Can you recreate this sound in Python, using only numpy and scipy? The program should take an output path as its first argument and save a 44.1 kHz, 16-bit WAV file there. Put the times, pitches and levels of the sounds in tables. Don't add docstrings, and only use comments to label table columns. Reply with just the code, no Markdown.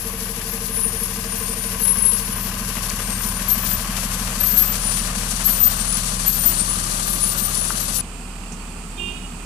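import sys
import numpy as np
from scipy import signal
from scipy.fft import rfft, irfft, next_fast_len
from scipy.io import wavfile
from scipy.ndimage import uniform_filter1d, minimum_filter1d

SR = 44100
rng = np.random.default_rng(int(sys.argv[2]) if len(sys.argv) > 2 else 0)


def dump_mix(stems):
    frames = np.atleast_2d(stems).T
    limited = np.clip(frames, -1, 1)
    pcm = np.round(limited * 32767).astype(np.int16)
    wavfile.write(sys.argv[1], SR, pcm)


N = 416744
T = np.arange(N) / SR
CYLINDERS = 6
SIDE_ON = np.clip((T - 1.8) / 4.66, 0, 1)

# t/s, rate/Hz
FIRING_RATE = [(0.0, 37.54), (2.2, 37.71), (3.5, 37.44), (5.4, 37.58), (6.3, 37.33), (7.6, 37.28),
               (8.1, 38.09), (8.6, 37.19), (9.45, 37.7)]
# f/Hz, relative level/dB
RUMBLE_COLOUR = [(22, -15), (40, 0.5), (70, 3.5), (110, -3), (145, -3.5), (195, 2), (250, -7.5),
                 (320, -14.5), (500, -53)]
# f/Hz, left minus right/dB
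ROLLING_BALANCE = [(100, 0), (300, 0), (600, 0), (1100, 3.5), (2000, 7), (2900, 7.5), (4000, 20),
                   (6000, 27), (9000, 36.5)]


def rolling():
    # multiple of the cycle rate, relative level/dB
    tones = [(4, -24), (16, -6), (20, -8.5), (23, -21), (30, -3), (33, -24), (34, -8.5), (36, -7.5),
             (38, -9.5)]
    # t/s, lead/s
    right_lead = [(0, -.00009), (2.7, 0), (5, .0001), (6.5, .00027), (8, .00027)]
    drone = exhaust(tones, thump_at=0.477, scatter=0.6, rough=0.05)
    throb = chug() * amp(-8.5) + thump() * amp(-0.2) + drone * amp(-5) + side_drone() * amp(-8)
    rumble = noise(RUMBLE_COLOUR, ROLLING_BALANCE) * amp(-7.5)
    bass = (throb + rumble) * passing(nearest_s=3.87, distance_m=5.1, db=-31)
    bass += boom() * passing(nearest_s=5.2, distance_m=3.3, db=-30.5)
    left, right = bass + tyres() + compressor() + clatter() + engine_block() + belt_whine()
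    right = np.interp(T + curve(right_lead), T, right)
    return np.array([left, right]) + air() + brakes()


def standing():
    # multiple of the cycle rate, relative level/dB
    tones = [(5, -14), (7, -15), (9, -24), (10, -14), (12, -9.5), (15, -14), (16, -25), (24, -17),
             (26, -11), (27, -9.5), (28, -15), (30, -7.5), (31, -14), (36, -15), (37, -9.5), (38, -14),
             (39, -22), (40, -11)]
    # f/Hz, relative level/dB
    rattle_colour = [(150, -23), (260, -5.5), (396, -9), (439, -7), (545, -15.5), (731, -9.5), (1030, -9.5),
                     (1300, -9.5), (1590, -16), (2280, -16.5), (2460, -9), (3520, -20.5), (5090, -33),
                     (7150, -56), (12100, -120)]
    leak_colour = [(3000, -27), (4500, -0.5), (5800, -6), (6800, -2), (7500, 2.5), (8600, 3.5),
                   (9500, -4.5), (11000, -11), (14300, -13)]
    # f/Hz, left minus right/dB
    balance = [(300, -2.5), (600, 3.5), (1100, -2.5), (2000, -3.5), (3000, -12), (5000, -6), (8500, -24),
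               (14000, -2)]
    bass = boom() * amp(-35) + exhaust(tones, thump_at=0.45, scatter=0.98, rough=0.25) * amp(-40)
    rumble = noise(RUMBLE_COLOUR, balance) * amp(-43)
    rattle = noise(rattle_colour, balance) * knocking(depth=0.48, decay=0.48) * amp(-41.5)
    leak = noise(leak_colour, balance) * amp(-44)
    return bass + rumble + rattle + leak


def firings():
    return np.cumsum(curve(FIRING_RATE)) / SR + 0.31


def boom():
    return unit_level(np.cos(2 * np.pi * firings()))


def exhaust(tones, thump_at, scatter, rough, weak_db=-27):
    cycle = firings() / CYLINDERS - thump_at
    strong, drone = dict(tones), np.zeros(N)
    for multiple in range(min(strong), max(strong) + 1):
        if multiple != CYLINDERS:
            phase = (scatter if multiple in strong else 2 * np.pi) * rng.standard_normal()
            drone += amp(strong.get(multiple, weak_db)) * np.cos(2 * np.pi * multiple * cycle + phase)
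    return unit_level(drone * (1 + rough * wander(22)))


def chug(weak_share=0.32, scatter_db=1.5):
    # f/Hz, width/Hz, relative level/dB, sign
    pipe_notes = [(54, 27, 0.5, 1), (107, 42, -2, -1), (177.3, 35, -1, 1)]
    count = firings() - 0.26
    blasts = clicks(count) * np.where(count % 2 < 1, 1, weak_share)
    blasts *= amp(scatter_db * rng.standard_normal(N))
    ring = sum(sign * amp(db) * resonate(blasts, hz, width) for hz, width, db, sign in pipe_notes)
    return unit_level(ring)


def thump(ring_hz=203, length_s=0.0048, tail_s=0.02, front_db=-3):
    since_s = ((firings() + 0.14) % CYLINDERS - 3) / curve(FIRING_RATE)
    beat = np.exp(-(since_s / length_s) ** 2)
    tail = 0.11 * (since_s > 0) * np.exp(-abs(since_s) / tail_s)
    shielding = amp(front_db * (1 - np.sqrt(SIDE_ON)))
    return np.maximum(beat, tail) * np.cos(2 * np.pi * ring_hz * since_s) * shielding


def side_drone():
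    # multiple of the cycle rate, relative level/dB
    tones = [(20, -4), (24, 1), (27, -2.5)]
    cycle = firings() / CYLINDERS
    drone = sum(amp(db) * np.cos(2 * np.pi * (multiple * cycle + rng.random())) for multiple, db in tones)
    return SIDE_ON * unit_level(drone)


def knocking(depth, decay):
    knock_db = [1, -1.5, 4, -1, -1, 4.5]
    count = firings() + 0.067
    strength = amp(np.take(knock_db, count.astype(int), mode="wrap"))
    bursts = strength * np.exp(-(count % 1) / decay)
    return unit_level(1 + depth * uniform_filter1d(bursts, size=240))


def clatter(grain_db=-0.1, surge_db=1.32):
    # f/Hz, relative level/dB
    front_colour = [(290, -7), (350, -4), (520, -2), (620, 0), (780, -3), (950, -3), (1200, 2),
                    (1330, -8.5), (1600, 1), (2200, -1), (2750, -1), (3100, -2.5), (3900, -12.5)]
    side_colour = [(290, -3.5), (350, -3.5), (460, -1), (620, 2.5), (850, 1), (1150, 6), (1400, 3.5),
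                   (1620, 3.5), (2200, -2), (2800, 2.5), (3300, -3), (4200, -15)]
    uneven = amp(grain_db * np.tanh(wander(240)) + surge_db * wander(25))
    rattle = turning(front_colour, side_colour) * knocking(depth=0.51, decay=0.6)
    return rattle * uneven * passing(nearest_s=5.16, distance_m=3.88, db=-34.5)


def engine_block(scatter_db=1.5, rattle_db=4):
    # f/Hz, width/Hz, relative level from the front/dB, from the side/dB
    block_notes = [(1029, 64, 2.5, 2.5), (1115, 73, 1.5, 4), (1191, 84, -3.5, 5), (1530, 270, 0, 0),
                   (2730, 230, -2, -14)]
    blows = clicks(firings() + 0.09) * amp(scatter_db * rng.standard_normal(N))
    rattle = noise([(500, 0), (2500, 0)], ROLLING_BALANCE) * knocking(depth=0.92, decay=0.21)
    out = np.zeros((2, N))
    for hz, width, front_db, side_db in block_notes:
        struck = unit_level(resonate(blows * np.sign(rng.standard_normal(N)), hz, width))
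        shaken = unit_level(resonate(rattle, hz, width))
        ring = pan(at_pitch(ROLLING_BALANCE, hz)) * struck + amp(rattle_db) * shaken
        out += amp(front_db + (side_db - front_db) * SIDE_ON) * ring
    return unit_level(out) * passing(nearest_s=2.76, distance_m=2.2, db=-38)


def compressor(ring_hz=454, width_hz=23, rough=0.28, hum_multiple=37):
    # front level/dB, hidden level/dB, halfway t/s, time taken/s
    intake_swing = (-41.5, -57.5, 2.45, 1.8)
    front_db, hidden_db, halfway_s, taken_s = intake_swing
    hidden = np.clip((T - halfway_s) / taken_s + 0.5, 0, 1)
    turns = firings() / (CYLINDERS / 2) + 0.3
    puffs = np.exp(-(turns % 1)) * rng.standard_normal(N)
    ring = unit_level(resonate(clicks(turns), ring_hz, width_hz))
    breath = unit_level(resonate(puffs, ring_hz, 2 * width_hz))
    chuff = unit_level(ring + rough * breath) * amp(front_db + (hidden_db - front_db) * hidden)
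    hum = unit_level(np.sin(2 * np.pi * hum_multiple * turns))
    return pan(3.8) * (chuff + hum * passing(nearest_s=4.9, distance_m=1, db=-53))


def air(flutter_db=1.45, grain_db=0.5):
    # f/Hz, relative level/dB
    front_colour = [(2500, -22), (3300, -2), (4000, -1.5), (4600, 2), (5000, 1.5), (5900, 4), (6800, 0),
                    (7500, 2), (8300, -2), (9200, 0), (11000, -5), (14000, -5.5)]
    side_colour = [(2200, -14.5), (3200, -5.5), (4350, 0.5), (4600, 2.5), (4900, -4), (5900, 2), (6800, -1),
                   (7500, 2), (8300, 2.5), (9500, 4.5), (11000, -0.5), (14000, -46)]
    sizzle_colour = [(8500, -29), (9300, -7), (9900, 7.5), (11200, 7.5), (12300, 3), (13200, -2),
                     (14300, -7.5)]
    # t/s, level/dB
    sizzle_level = [(0, -32.5), (.6, -35.5), (.8, -31), (1.15, -35), (2, -31), (2.5, -34), (3.5, -33),
                    (4.4, -35.5), (5.7, -38.5), (7.3, -34.5), (8, -35)]
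    # t/s, level/dB, fade time/s
    spit_list = [(0.415, -30, 0.0092), (1.899, -31, 0.0035), (3.966, -24, 0.024), (4.97, -23.5, 0.027),
                 (5.812, -23, 0.0078), (5.97, -24, 0.033)]
    hiss = turning(front_colour, side_colour) * knocking(depth=0.36, decay=0.31)
    hiss *= passing(nearest_s=6.73, distance_m=3.07, db=-28)
    sizzle = noise(sizzle_colour, ROLLING_BALANCE) * amp(curve(sizzle_level))
    spits = sum(amp(db) * (T > start) * np.exp(-abs(T - start) / fade) for start, db, fade in spit_list)
    spray = noise([(3000, 4.8), (6000, 7.1), (14000, 2.0)], ROLLING_BALANCE)
    flutter = amp(flutter_db * wander(22.7) + grain_db * wander(270))
    return (hiss + sizzle) * flutter + spits * spray


def brakes(waver_hz=24, flutter_db=5.5, sag_hz=70, rasp=0.1, grit=0.12, gain_db=-1.5, echo_db=-11):
    # t/s, length/s, loudest point/share of length, f/Hz, glide/Hz, relative level/dB
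    squeals = [(0.48, 0.085, 0.5, 12700, 352, -27), (0.72, 0.16, 0.63, 10270, 26, -17),
               (0.77, 0.27, 0.21, 9600, -92, -23), (1, 0.08, 0.5, 11230, -50, -22),
               (1.34, 0.11, 0.45, 13420, 30, -29), (1.78, 0.076, 0.69, 12400, 350, -20),
               (1.8, 0.16, 0.73, 10590, -120, -12), (1.97, 0.2, 0.43, 10620, -120, -10.5),
               (2.34, 0.18, 0.5, 13990, 20, -28), (3.01, 0.23, 0.58, 8640, 70, -26.5),
               (3.17, 0.16, 0.3, 14000, -10, -28.0), (3.2, 0.23, 0.37, 9470, 50, -27),
               (3.48, 0.071, 0.44, 12400, 350, -12), (3.57, 0.05, 0.4, 14000, -290, -20),
               (3.61, 0.15, 0.93, 13750, -40, -18), (4.4, 0.098, 0.36, 12450, 220, -11),
               (4.42, 0.18, 0.64, 13000, -220, -18), (4.56, 0.071, 0.88, 12750, 154, -6),
               (4.65, 0.1, 0.18, 13730, 20, -18), (4.78, 0.26, 0.44, 9650, -100, -20.5),
               (5.44, 0.084, 0.26, 12230, 172, -12), (5.46, 0.17, 0.72, 9180, 124, -21.5),
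               (5.485, 0.045, 0.36, 12740, 353, -16), (5.51, 0.055, 0.3, 13540, 20, -19),
               (5.565, 0.048, 0.8, 14100, -350, -15), (5.6, 0.087, 0.65, 13800, -7, -6),
               (5.61, 0.075, 0.49, 13200, 40, -16), (5.67, 0.22, 0.69, 9500, 200, -30),
               (5.79, 0.046, 0.5, 8650, -58, -22.5), (5.85, 0.13, 0.65, 9860, -130, -18),
               (6.26, 0.045, 0.5, 12170, 40, -9), (6.32, 0.11, 0.4, 13180, 248, -21),
               (6.38, 0.07, 0.87, 13890, 100, -22), (6.38, 0.11, 0.18, 9180, 132, -18.5),
               (6.445, 0.064, 0.3, 13600, -130, -11.0), (6.48, 0.12, 0.7, 9450, 280, -22),
               (6.57, 0.065, 0.74, 8750, 40, -15), (6.66, 0.11, 0.4, 9840, 68, -20),
               (7.05, 0.15, 0.5, 12610, -250, -24), (7.07, 0.096, 0.42, 9990, 40, -19),
               (7.19, 0.067, 0.46, 10680, 70, -20), (7.2, 0.06, 0.45, 9780, 60, -15),
               (7.22, 0.084, 0.36, 9960, 170, -17), (7.26, 0.07, 0.5, 9350, -120, -22),
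               (7.41, 0.071, 0.6, 9550, 60, -20), (7.24, 0.14, 0.6, 13940, -120, -28),
               (7.36, 0.085, 0.4, 13220, 350, -22.5), (7.4, 0.12, 0.46, 13880, 350, -25),
               (7.53, 0.22, 0.22, 9950, -360, -19), (7.79, 0.07, 0.3, 12600, 352, -24.5),
               (7.93, 0.07, 0.5, 12520, 23, -25), (7.96, 0.05, 0.8, 9800, 15, -14.5)]
    out = singing_brake()
    waver, grip, scrape, grains = wander(39), wander(58), wander(310), wander(900)
    for start, length, peak, centre_hz, glide_hz, db in squeals + nearby_notes(squeals):
        now = np.flatnonzero((T > start) & (T < start + length))
        own = (now + rng.integers(N)) % N
        progress = (T[now] - start) / length
        swell = np.sqrt(np.interp(progress, [0, peak, 1], [0, 1, 0]))
        hz = centre_hz + glide_hz * (progress - 0.5) + sag_hz * (0.8 - swell) + waver_hz * waver[own]
        tone = np.sqrt(2) * np.sin(2 * np.pi * np.cumsum(hz) / SR + rasp * scrape[own])
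        ragged = 1 + grit * grains[own]
        out[now] += amp(db + gain_db + flutter_db * np.tanh(grip[own])) * swell * ragged * tone
    echo = amp(echo_db) * hillside(out, fade_s=0.38)
    return out * amp([[0], [-31]]) + echo * amp([[0], [-21]])


def nearby_notes(squeals, spread_hz=520, weaker_db=-11, length_s=0.052):
    chances = rng.random((len(squeals), 2))
    return [(start + when * length, length_s, 0.5, hz + spread_hz * (2 * pitch - 1), 0, db + weaker_db)
            for (start, length, _, hz, _, db), (when, pitch) in zip(squeals, chances)]


def singing_brake(waver_hz=36, flutter_db=7, gain_db=-1, fade_s=0.046):
    # t/s, f/Hz, relative level/dB
    note = [(0.18, 9840, -41), (0.53, 10040, -38), (0.77, 9750, -30), (1.07, 9280, -37),
            (1.38, 9130, -27.5), (1.91, 10130, -35), (2.24, 9950, -25.5), (2.42, 10009, -31)]
    fade = np.clip(np.minimum(T - note[0][0], note[-1][0] - T) / fade_s, 0, 1)
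    hz = curve(note) + waver_hz * wander(51)
    tone = np.sqrt(2) * np.sin(2 * np.pi * np.cumsum(hz) / SR)
    return fade * tone * amp(curve(note, column=2) + gain_db + flutter_db * np.tanh(wander(47)))


def frame_knocks(width_share=0.42, rattle_db=-15):
    # t/s, peak level/dB, f/Hz, fade time/s, left minus right/dB
    knock_list = [(2.77, -20, 2110, .005, 9), (2.896, -14, 5500, 0.003, 22), (2.901, -12, 6500, 0.004, 26),
                  (2.907, -19, 2400, 0.004, 10), (7.7052, -15.5, 1300, 0.011, 5),
                  (8.522, -23.5, 6540, 0.025, -15)]
    out = np.zeros((2, N))
    for start, db, hz, fade_s, side_db in knock_list:
        crack = resonate(clicks(1.0 * (T > start)), hz, width_share * hz)
        rattle = unit_level(resonate(rng.standard_normal(N), hz, width_share * hz))
        rattle *= (T > start) * np.exp(-abs(T - start) / fade_s)
        out += pan(side_db) * amp(db) * (crack / abs(crack).max() + amp(rattle_db) * rattle)
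    return out


def horn(bell_hz=2800, bell_width_hz=80, swell_s=0.022, rasp=0.15, echo_delay_s=0.06):
    # f/Hz, relative level/dB
    tones = [(350, -44), (403, -46), (2456, -39), (2806, -29.5), (2850, -44), (3157, -46), (3225, -41.5),
             (3628, -41.5)]
    loudness = np.interp(T, [8.964, 8.978, 9.095, 9.145], [0.015, 0.8, 0.83, 0])

    def toot(pitch_ratio, waver):
        clock = pitch_ratio * np.cumsum(1 + waver * wander(130)) / SR
        out = np.zeros(N)
        for hz, db in tones:
            late_s = swell_s / (1 + ((hz - bell_hz) / bell_width_hz) ** 2)
            swell = np.minimum(loudness, np.interp(T - late_s, T, loudness))
            out += swell * np.sqrt(2) * amp(db) * np.sin(2 * np.pi * hz * clock)
        return out * (1 + rasp * wander(110))

    near = toot(pitch_ratio=1, waver=0.0034)
    far = np.roll(toot(pitch_ratio=1.028, waver=0.0075), int(echo_delay_s * SR))
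    echoes = amp(-9) * hillside(near, fade_s=0.39) + amp(-8) * hillside(far, fade_s=0.71)
    return pan(-14.5) * amp(-1) * (near + echoes)


def belt_whine(waver_hz=26, flutter_db=4):
    # t/s, f/Hz, level/dB
    note = [(5.8, 1160, -77), (6.7, 1185, -40), (7.2, 1181, -38), (8, 1157, -46)]
    cycles = np.cumsum(curve(note) + waver_hz * wander(91)) / SR
    tone = unit_level(np.sin(2 * np.pi * cycles) * knocking(depth=3.3, decay=0.6))
    return tone * amp(curve(note, column=2) + flutter_db * np.tanh(wander(35.4)))


def tyres():
    # t/s, level/dB
    tyre_level = [(0, -47), (5.6, -65), (6.6, -42), (7.4, -43), (8, -42.5)]
    rush = noise([(230, -5.5), (350, -2), (410, -5.0), (520, -7.5)], ROLLING_BALANCE)
    return rush * amp(curve(tyre_level))


def hillside(sound, fade_s):
    t = T[:SR // 2]
    tail = rng.standard_normal((2, len(t))) * amp(-60 * t / fade_s)
    return signal.fftconvolve(sound[None], tail / np.linalg.norm(tail[0]), axes=1)[:, :N]


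def passing(nearest_s, distance_m, db, speed_m_per_s=1.297):
    return amp(db) * distance_m / np.hypot(distance_m, speed_m_per_s * (T - nearest_s))


def turning(front_colour, side_colour):
    front = np.sqrt(1 - SIDE_ON) * noise(front_colour, ROLLING_BALANCE)
    return front + np.sqrt(SIDE_ON) * noise(side_colour, ROLLING_BALANCE)


def noise(colour, balance):
    # f/Hz, likeness from 0 to 1
    likeness = [(100, 0.9), (300, 0.94), (550, 0.83), (1100, 0.5), (2000, 0.13), (4000, 0.13), (12000, 0)]
    hz = np.fft.rfftfreq(N, 1 / SR)
    left, unrelated = rfft(rng.standard_normal((2, N)))
    alike = np.clip(at_pitch(likeness, hz), -1, 1)
    pair = np.array([left, alike * left + np.sqrt(1 - alike ** 2) * unrelated])
    low_hz, high_hz = colour[0][0] / 2, colour[-1][0] * 2
    band = 1 / (1 + (hz / high_hz) ** 8) / (1 + (low_hz / (hz + 1)) ** 8)
    return unit_level(irfft(pair * pan(at_pitch(balance, hz)) * amp(at_pitch(colour, hz)) * band, N))


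def resonate(sound, hz, width_hz):
    b, a = signal.iirpeak(min(hz, SR / 3), hz / width_hz, SR)
    return signal.lfilter(b, a, signal.lfilter(b, a, sound))


def wander(rate_hz):
    size = next_fast_len(N, True)
    hz = np.fft.rfftfreq(size, 1 / SR)
    spectrum = rfft(rng.standard_normal(size)) * (hz > 0) / (1 + (hz / rate_hz) ** 4)
    return unit_level(irfft(spectrum, size)[:N])


def clicks(count):
    return np.diff(np.floor(count), prepend=np.floor(count[0]))


def curve(rows, column=1):
    rows = np.array(rows)
    return np.interp(T, rows[:, 0], rows[:, column])


def at_pitch(rows, hz):
    row_hz, values = np.transpose(rows)
    return np.interp(np.log(hz + 1), np.log(row_hz + 1), values)


def pan(side_db):
    ratio = np.atleast_1d(amp(side_db))
    return np.array([2 * ratio, np.full_like(ratio, 2)]) / (1 + ratio)


def unit_level(sound):
    return sound / np.sqrt(np.mean(np.atleast_2d(sound).mean(0) ** 2) + 1e-20)


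def amp(db):
    return 10 ** (np.asarray(db) / 20)


def scene(change_s=8.012, fade_s=0.0039):
    behind = np.clip((T - change_s) / fade_s + 0.5, 0, 1)
    return (1 - behind) * rolling() + behind * (standing() + horn()) + frame_knocks()


def record(dry, ceiling=0.88, top_hz=14350):
    allowed = ceiling / np.maximum(abs(dry).max(0), ceiling)
    limited = dry * uniform_filter1d(minimum_filter1d(allowed, size=200), size=200)
    treble_cut = signal.firwin(701, top_hz, window=("kaiser", 9), fs=SR)
    return signal.oaconvolve(limited, treble_cut[None], "same")


dry = scene()
out = record(dry)
dump_mix(out)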